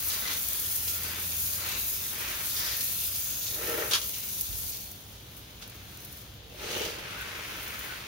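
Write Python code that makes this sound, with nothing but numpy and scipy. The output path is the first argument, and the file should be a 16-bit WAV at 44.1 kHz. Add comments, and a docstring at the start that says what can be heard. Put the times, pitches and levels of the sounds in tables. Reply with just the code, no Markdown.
"""A bright fizz of spray on leaves opens the scene: a hose waters potted plants on a wet concrete patio.
Each drop's impact is a tiny noise burst; thousands merge into fizz, splash and hiss over outdoor rumble
and a far engine. Hollow rings and bands of high hiss come and go, and large drops tick close by. Later
the spray drums on the resonant walls of two plastic pots, gouts of water slap down and wind puffs once.
The fizz eases while the jet is aimed into soil."""
import sys
import numpy as np
from scipy import signal
from scipy.fft import rfft, irfft
from scipy.io import wavfile
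from scipy.ndimage import uniform_filter1d

SR = 44100
rng = np.random.default_rng(int(sys.argv[2]) if len(sys.argv) > 2 else 0)


def unload_audio(sound):
    """Save the sound as a 16-bit wav file, at the path given as the first command line argument."""
    columns = np.transpose(np.atleast_2d(sound))
    # keep every value between -1 and 1, then stretch to whole-number steps
    steps = np.round(np.clip(columns, -1, 1) * 32767)
    wavfile.write(sys.argv[1], SR, steps.astype(np.int16))


N = 355887
TIME, FREQS = np.arange(N) / SR, np.fft.rfftfreq(N, 1 / SR)

# Levels are relative within each table; T60 is the time to decay by 60 dB.
# spray on the leaves, and steady splash on wet ground: t/s, level/dB
LEAF_FLOW = [(0, -34.5), (0.9, -35), (1.35, -34), (1.9, -36), (2.55, -33), (2.95, -34), (3.55, -38),
             (4.2, -38.5), (4.68, -38), (5.05, -56), (5.6, -59), (6.18, -51.5), (6.42, -66.5), (6.79, -40),
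             (7.03, -56), (7.72, -48.5), (7.93, -49.5), (8.07, -56)]
GROUND_FLOW = [(0, -49), (2.8, -53), (4.3, -56), (5.05, -61.5), (6.0, -55.5), (6.5, -63), (6.95, -45.5),
               (7.22, -41.5), (7.9, -43.5), (8.07, -47)]
# the jet swings from leaves to soil: t/s, half length/s, splash level/dB, hiss level/dB, fizz dip/dB
JET_SWINGS = [(0.16, 0.07, -45.5, -46.5, 2), (0.297, 0.087, -42, -39, 3.5), (1.112, 0.13, -43.5, -48, 5.5),
              (1.688, 0.11, -41.5, -40, 5), (2.286, 0.18, -41.5, -48.5, 6), (2.666, 0.12, -42.5, -39.5, 4),
              (3.763, 0.18, -40.5, -61, 0), (6.766, 0.17, -42, -42, 5)]
# the jet clips a rim and spits mist: t/s, level/dB, T60/s
RIM_SPITS = [(0.097, -33.5, .25), (.874, -37, .22), (2.56, -36, 0.16), (2.803, -33, 0.083),
             (3.46, -39, 0.4), (4.01, -39, 0.22), (4.135, -40.5, .25), (4.72, -45, 0.49)]
# swells of the engine's drone: t/s, half length/s, level/dB
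ENGINE_SWELLS = [(0, .35, -57), (1.25, 0.7, -48.5), (3.05, 0.19, -51)]
# brief hollow rings and narrow bands of high hiss as the jet moves: t/s, f/Hz, level/dB, half length/s
SPRAY_RESONANCES = [(0.282, 2020, -40.5, 0.048), (.97, 1400, -52, 0.12), (1.55, 6640, -57, .35),
                    (1.757, 2680, -45, 0.11), (1.776, 3930, -47, .14), (2.24, 2450, -44, 0.072),
                    (2.71, 1840, -49, 0.23), (3.365, 6600, -43.5, 0.27), (4.55, 6250, -54, 0.44),
                    (6.78, 2970, -41.5, 0.13), (7.197, 1490, -44.5, 0.05), (7.93, 1500, -44.5, 0.059)]
# large drops striking leaves: t/s, level/dB, T60/s
DROP_TICKS = [(.486, -22, .02), (.5315, -20, .012), (.627, -37, .015), (1.033, -26, .02), (1.688, -27, .04),
              (2.809, -24, .02), (3.047, -29, .015), (3.697, -25, .015), (4.4105, -16.5, .014),
              (4.417, -24, .015), (4.913, -36, .05), (5.365, -44, 0.23), (5.677, -38, .02),
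              (5.697, -41, .053), (5.973, -35, 0.012), (6.048, -37, .06), (6.125, -39, .04),
              (7.611, -40, .02), (7.676, -36, 0.077), (7.792, -34, .04)]
# the jet crosses two plastic pots, one row a pot: t/s, level/dB, approach/s, leaving/s
POT_CROSSINGS = [(3.775, -35, 0.15, 0.14), (6.81, -37.5, 0.2, 0.17)]
# their modes, one list a pot: f/Hz, width/Hz, level/dB
POT_RESONANCES = [
    [(354, 55, -1), (465, 40, 3.5), (534, 64, -2), (613, 69, -2.5), (835, 79, -7), (1340, 130, -4),
     (1840, 140, -6.5)],
    [(235, 90, -8), (350, 60, -3), (450, 43, 2), (547, 150, -1.5), (840, 100, -7.5), (2820, 510, -7.5),
     (3550, 450, -12), (4000, 220, -14)],
]
# gouts of water landing: t/s, level/dB, rise/s, T60/s
GOUTS = [(3.909, -26.5, .005, 0.35), (3.933, -21.5, .002, 0.08), (3.948, -28, 0.0036, 0.13),
         (5.612, -41, 0.015, 0.15)]
# spectral densities of the noise sources: f/Hz, level/dB
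FIZZ_SPECTRUM = [(200, -49), (1200, -39), (3000, -24.5), (6000, -7), (9000, -5), (12000, 1), (14000, 1.5),
                 (15800, 2)]
SPLASH_SPECTRUM = [(80, -31), (250, -61), (480, -7), (750, -24.5), (1050, -4), (1400, 2.5), (1900, 1.5),
                   (2600, 2.5), (3600, -2.5), (5000, -6), (8000, -13), (16000, -20)]
PLASH_SPECTRUM = [(80, -11), (190, -3.5), (300, -0.5), (480, -3.5), (700, -3.5), (900, -1.5), (1200, -11.5),
                  (2500, -13), (16000, -62)]
MIST_SPECTRUM = [(200, -40), (1200, -32), (2300, -7.5), (3400, -1), (4400, 0.5), (5400, -0.5), (6500, -1),
                 (8500, -7.5), (11000, -13), (16000, -12)]
NOZZLE_SPECTRUM = [(500, -28), (2000, -25), (2900, -0.5), (3450, 2), (4300, -2.5), (7000, -11),
                   (16000, -42)]
RUMBLE_SPECTRUM = [(15, -30), (32, -19), (55, 3), (85, -2.5), (120, -1.5), (155, -10), (190, -7.5),
                   (250, -13), (450, -14.5), (800, -19), (1400, -28), (3000, -38), (16000, -40)]
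SLAP_SPECTRUM = [(150, -26), (700, -14), (1300, 1.5), (1900, -7.5), (2500, -1.5), (3300, 4.5), (4400, 0.5),
                 (6000, -0.5), (8000, -8.5), (11500, -8), (16000, -26)]
WIND_SPECTRUM = [(15, -12), (30, -5), (62, 1), (110, -8), (200, -18), (600, -51), (16000, -90)]
# likeness of the sound at the two microphone ports: f/Hz, coherence/1
PORT_COHERENCE = [(25, .85), (60, .95), (140, .97), (300, .86), (640, .36), (950, .15), (1500, .58),
                  (2200, .17), (4800, .2), (8000, .1), (16000, .1)]
# lead of the left port over the right: f/Hz, phase/rad
PORT_LEAD = [(200, 0), (600, 0), (1000, -.3), (1500, -1.45), (2200, -.8), (3000, 1), (4800, 0),
             (6400, -1.5), (8500, -3), (16000, -4.4)]
# response of the ports, shared and left minus right: f/Hz, level/dB
PORT_RESPONSE = [(5500, -0.5), (6750, 2), (7150, -2), (7550, -6.5), (8200, -2.5), (9200, 1.5), (11000, 0.5)]
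PORT_BALANCE = [(100, -1), (500, -0.5), (1200, 2), (3000, 1.5), (5000, -0.2), (6700, -0.5), (7900, 4.5),
                (9000, .2), (10500, 0.5), (12300, -.4), (14000, 3), (16000, 7)]


def gain_of(db):
    """Amplitude ratio: a factor of ten for every 20 dB."""
    return 10 ** (np.asarray(db) / 20)


def unit_rms(x):
    """Normalisation to a mean power of 1."""
    return x / np.sqrt(np.mean(x ** 2) + 1e-20)


def curve(points):
    """Interpolation of a table (f/Hz, value) along a logarithmic frequency axis."""
    hz, value = np.transpose(points)
    return np.interp(np.log(FREQS + 1), np.log(hz + 1), value)


def envelope(rows):
    """Interpolation in decibels turns a table (t/s, level/dB) into a gain at every sample."""
    return gain_of(np.interp(TIME, *np.transpose(rows)))


def white_noise():
    """Two uncorrelated signals of flat spectrum."""
    return rng.standard_normal((2, N))


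def wander(hz):
    """Low-pass filtered noise: a slow random fluctuation of rms 1, up to about hz."""
    return unit_rms(irfft(rfft(rng.standard_normal(N)) * (FREQS > 2) / (1 + (FREQS / hz) ** 2), N))


def at_ports(pair, response):
    """Partial coherence: two unrelated signals are filtered, mixed and phase shifted; rms 1."""
    left, unrelated = rfft(pair) * response
    coherence = np.clip(curve(PORT_COHERENCE), 0, 1)
    right = (coherence * left + np.sqrt(1 - coherence ** 2) * unrelated) * np.exp(-1j * curve(PORT_LEAD))
    return unit_rms(irfft(np.array([left, right]), N))


def strike(s, rise_s, t60):
    """Transient envelope: a linear rise from time s, then exponential decay."""
    age = np.maximum(TIME - s, 0)
    return np.minimum(age / rise_s, 1) * np.exp(-np.log(1000) * np.clip((age - rise_s) / t60, 0, 2))


def swell(s, half_s):
    """Generalised Gaussian envelope: a flat-topped bell of height 1 around time s."""
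    return np.exp(-np.minimum(abs((TIME - s) / half_s) ** 2.9, 20))


def with_swells(steady, rows):
    """Incoherent sounds add in power: a steady gain plus swells (t/s, half length/s, level/dB)."""
    return np.sqrt(steady ** 2 + sum((gain_of(db) * swell(s, half_s)) ** 2 for s, half_s, db in rows))


def modes(rows):
    """Modal response: resonance peaks add in power; damping by water sets their least width."""
    return np.sqrt(sum(gain_of(db) ** 2 / (1 + (2 * (FREQS - hz) / max(width, 60)) ** 2) ** 1.3
                       for hz, width, db in rows))


def drops(per_s, spread_db, burst_s, clump_db, clump_hz):
    """Shot noise: random impacts give tiny decaying bursts, which clump as the jet breaks up."""
    size = gain_of(spread_db * np.minimum(rng.exponential(1, N), 5))
    hits = size ** 2 * (rng.random(N) < per_s / SR)
    power = signal.lfilter([1], [1, -np.exp(-1 / (burst_s * SR))], hits)
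    onsets = rng.random(N) * (rng.random(N) < 2 * clump_hz / SR)
    clumps = signal.lfilter([1], [1, -np.exp(-2 * clump_hz / SR)], onsets)
    return np.sqrt(power) * gain_of(clump_db * unit_rms(clumps - clumps.mean())) * white_noise()


def roaming(x, patch_db):
    """Spectral modulation: as the jet roams over leaves and rims, patches of spectrum swell and fade."""
    spectra = signal.stft(x, nperseg=512)[2]
    patches = rng.standard_normal(spectra.shape[1:]) + 2.7 * rng.standard_normal(spectra.shape)
    for _ in range(2):
        patches = uniform_filter1d(patches, size=4, axis=1)  # across frequency
        patches = uniform_filter1d(patches, size=27, axis=2)  # across time
    return signal.istft(spectra * gain_of(patch_db * unit_rms(patches)), nperseg=512)[1][:, :N]


def spray_on_leaves():
    """Amplitude modulation: less spray reaches the leaves each time the jet swings away."""
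    dip_db = sum(db * swell(s, half_s) for s, half_s, _, _, db in JET_SWINGS)
    return envelope(LEAF_FLOW) * gain_of(-dip_db)


def leaf_fizz():
    """Brief impacts have broad spectra: fine drops fizz on leaves, and a few larger ones crackle."""
    fine = drops(per_s=6000, spread_db=1.0, burst_s=0.00071, clump_db=1, clump_hz=23.8)
    large = drops(per_s=120, spread_db=4.5, burst_s=0.00048, clump_db=-6.5, clump_hz=12)
    flow = spray_on_leaves()
    sparseness = (flow / flow.max()) ** -.27  # single drops stand out when the spray is thin
    spray = roaming(unit_rms(fine), patch_db=1) + gain_of(-19.5) * sparseness * unit_rms(large)
    sway = gain_of(.5 * sparseness * wander(hz=12))  # leaves move in and out of the spray
    return gain_of(6.0) * flow * at_ports(sway * spray, gain_of(curve(FIZZ_SPECTRUM)))


def ground_splash():
    """Impact noise of heavier drops on soil and concrete, with a low plash where water stands."""
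    shower = drops(per_s=3500, spread_db=1.0, burst_s=0.0013, clump_db=0.56, clump_hz=37.4)
    flow = with_swells(envelope(GROUND_FLOW), [(s, half_s, db) for s, half_s, db, _, _ in JET_SWINGS])
    splash = flow * at_ports(roaming(shower, patch_db=1.0), gain_of(curve(SPLASH_SPECTRUM)))
    fullness = flow / gain_of(-39)  # 1 at full splash
    plash = gain_of(-50) * fullness ** 0.83 * at_ports(shower, gain_of(curve(PLASH_SPECTRUM)))
    return gain_of(2.0) * (splash + plash)


def jet_hiss(mist_lag_s=0.019):
    """Broadband flow noise: mist flares after swings and spits off rims, over the nozzle's steady rush."""
    mist = drops(per_s=4500, spread_db=1.0, burst_s=0.00081, clump_db=1, clump_hz=41.0)
    fullness = spray_on_leaves() / gain_of(-34)  # 1 at full spray
    steady = gain_of(-43.5) * fullness ** 0.81
    spits = sum(gain_of(db) * strike(s, rise_s=0.0073, t60=t60) for s, db, t60 in RIM_SPITS)
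    flares = [(s + mist_lag_s, half_s, db) for s, half_s, _, db, _ in JET_SWINGS]
    flow = with_swells(np.hypot(steady, spits), flares)
    rush = at_ports(white_noise(), gain_of(curve(NOZZLE_SPECTRUM)))
    hiss = at_ports(roaming(mist, patch_db=2.5), gain_of(curve(MIST_SPECTRUM)))
    return gain_of(4) * flow * hiss + gain_of(-55) * rush


def outdoor_rumble():
    """Stationary noise from far away, strongest at low frequencies."""
    return gain_of(-49.5) * at_ports(white_noise(), gain_of(curve(RUMBLE_SPECTRUM)))


def far_engine(idle_hz=85.75, climb_start_s=1.1, climb_hz_per_s=3.2):
    """A periodic source: two harmonics rise in pitch as the idling engine slowly gathers speed."""
    hz = idle_hz + climb_hz_per_s * np.maximum(TIME - climb_start_s, 0)
    phase = 2 * np.pi * np.cumsum(hz * (1 + 0.004 * wander(hz=6.4))) / SR
    drone = unit_rms(np.sin(phase) + gain_of(-11.5) * np.sin(2 * phase))
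    return with_swells(gain_of(-60), ENGINE_SWELLS) * drone


def spray_resonances(q=13):
    """Resonance driven by noise: brief hollow rings and narrow bands of high hiss as the jet moves."""
    rush = white_noise()
    return sum(gain_of(db) * swell(s, half_s) ** 2 * at_ports(rush, modes([(hz, hz / q, 0)]))
               for s, hz, db, half_s in SPRAY_RESONANCES)


def drop_ticks():
    """Impulsive sources: single large drops shatter on a leaf in short broadband bursts."""
    bursts = sum(gain_of(db) * strike(s, rise_s=0.00043, t60=t60) for s, db, t60 in DROP_TICKS)
    return gain_of(1.5) * bursts * at_ports(white_noise(), gain_of(curve(FIZZ_SPECTRUM)))


def pot_drumming(edge_loss_db=9):
    """Forced vibration: drops drive the modes of thin plastic walls, loudest as the jet is mid-pot."""
    shower = drops(per_s=900, spread_db=-3.5, burst_s=0.00028, clump_db=-1.5, clump_hz=30)
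    drumming = np.zeros((2, N))
    for (s, db, approach_s, leaving_s), body in zip(POT_CROSSINGS, POT_RESONANCES):
        off_centre = np.maximum((s - TIME) / approach_s, (TIME - s) / leaving_s)
        drumming += gain_of(db - edge_loss_db * off_centre ** 1.37) * at_ports(shower, modes(body))
    return gain_of(1.5) * drumming


def water_slaps():
    """Impact transients: a gout of water lands with a short crack, then a dense packet of drops."""
    cracks = sum(gain_of(db) * strike(s, rise_s, t60=.027) for s, db, rise_s, _ in GOUTS)
    packets = sum(gain_of(db) * strike(s, rise_s, t60) for s, db, rise_s, t60 in GOUTS)
    shower = drops(per_s=4000, spread_db=-1.0, burst_s=0.0008, clump_db=0.5, clump_hz=120)
    colour = gain_of(curve(SLAP_SPECTRUM))
    return packets * at_ports(shower, colour) + gain_of(-3) * cracks * at_ports(white_noise(), colour)


def wind_puff():
    """Low-frequency pressure fluctuations: one puff of wind, mostly on the right port."""
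    puff = gain_of(-40.5) * strike(4.47, rise_s=.03, t60=0.95)
    return puff * at_ports(white_noise(), gain_of(curve(WIND_SPECTRUM))) * gain_of([[-10], [2]])


def patio_echoes(x, t60=0.098, echoes_per_s=2000, wet_db=-10, cutoff_hz=5000):
    """Reflection: the slab and house wall add sparse, duller, quickly dying echoes to the direct sound."""
    t = TIME[:SR // 3]
    taps = rng.standard_normal((2, len(t))) * (rng.random((2, len(t))) < echoes_per_s / SR) * (t > .003)
    taps *= np.exp(-np.log(1000) * t / t60)
    taps /= np.linalg.norm(taps, axis=1, keepdims=True)
    taps = signal.lfilter(*signal.butter(1, cutoff_hz, fs=SR), taps)
    return x + gain_of(wet_db) * signal.fftconvolve(x, taps, axes=1)[:, :N]


def scene():
    """Superposition: the water echoes on the patio; the nearest drops and the background arrive dry."""
    water = leaf_fizz() + ground_splash() + jet_hiss() + pot_drumming() + spray_resonances()
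    water += water_slaps()
    return patio_echoes(water) + drop_ticks() + outdoor_rumble() + far_engine() + wind_puff()


def record(dry):
    """Linear filtering: each port notches the treble in its own way, and a low-pass limits the band."""
    response_db = curve(PORT_RESPONSE) + np.array([[.5], [-.5]]) * curve(PORT_BALANCE)
    coloured = irfft(rfft(dry) * gain_of(response_db), N)
    low_pass = signal.firwin(611, cutoff=15800, window=("kaiser", 8), fs=SR)
    return signal.oaconvolve(coloured, low_pass[None], "same")


dry = scene()
out = record(dry)
unload_audio(out)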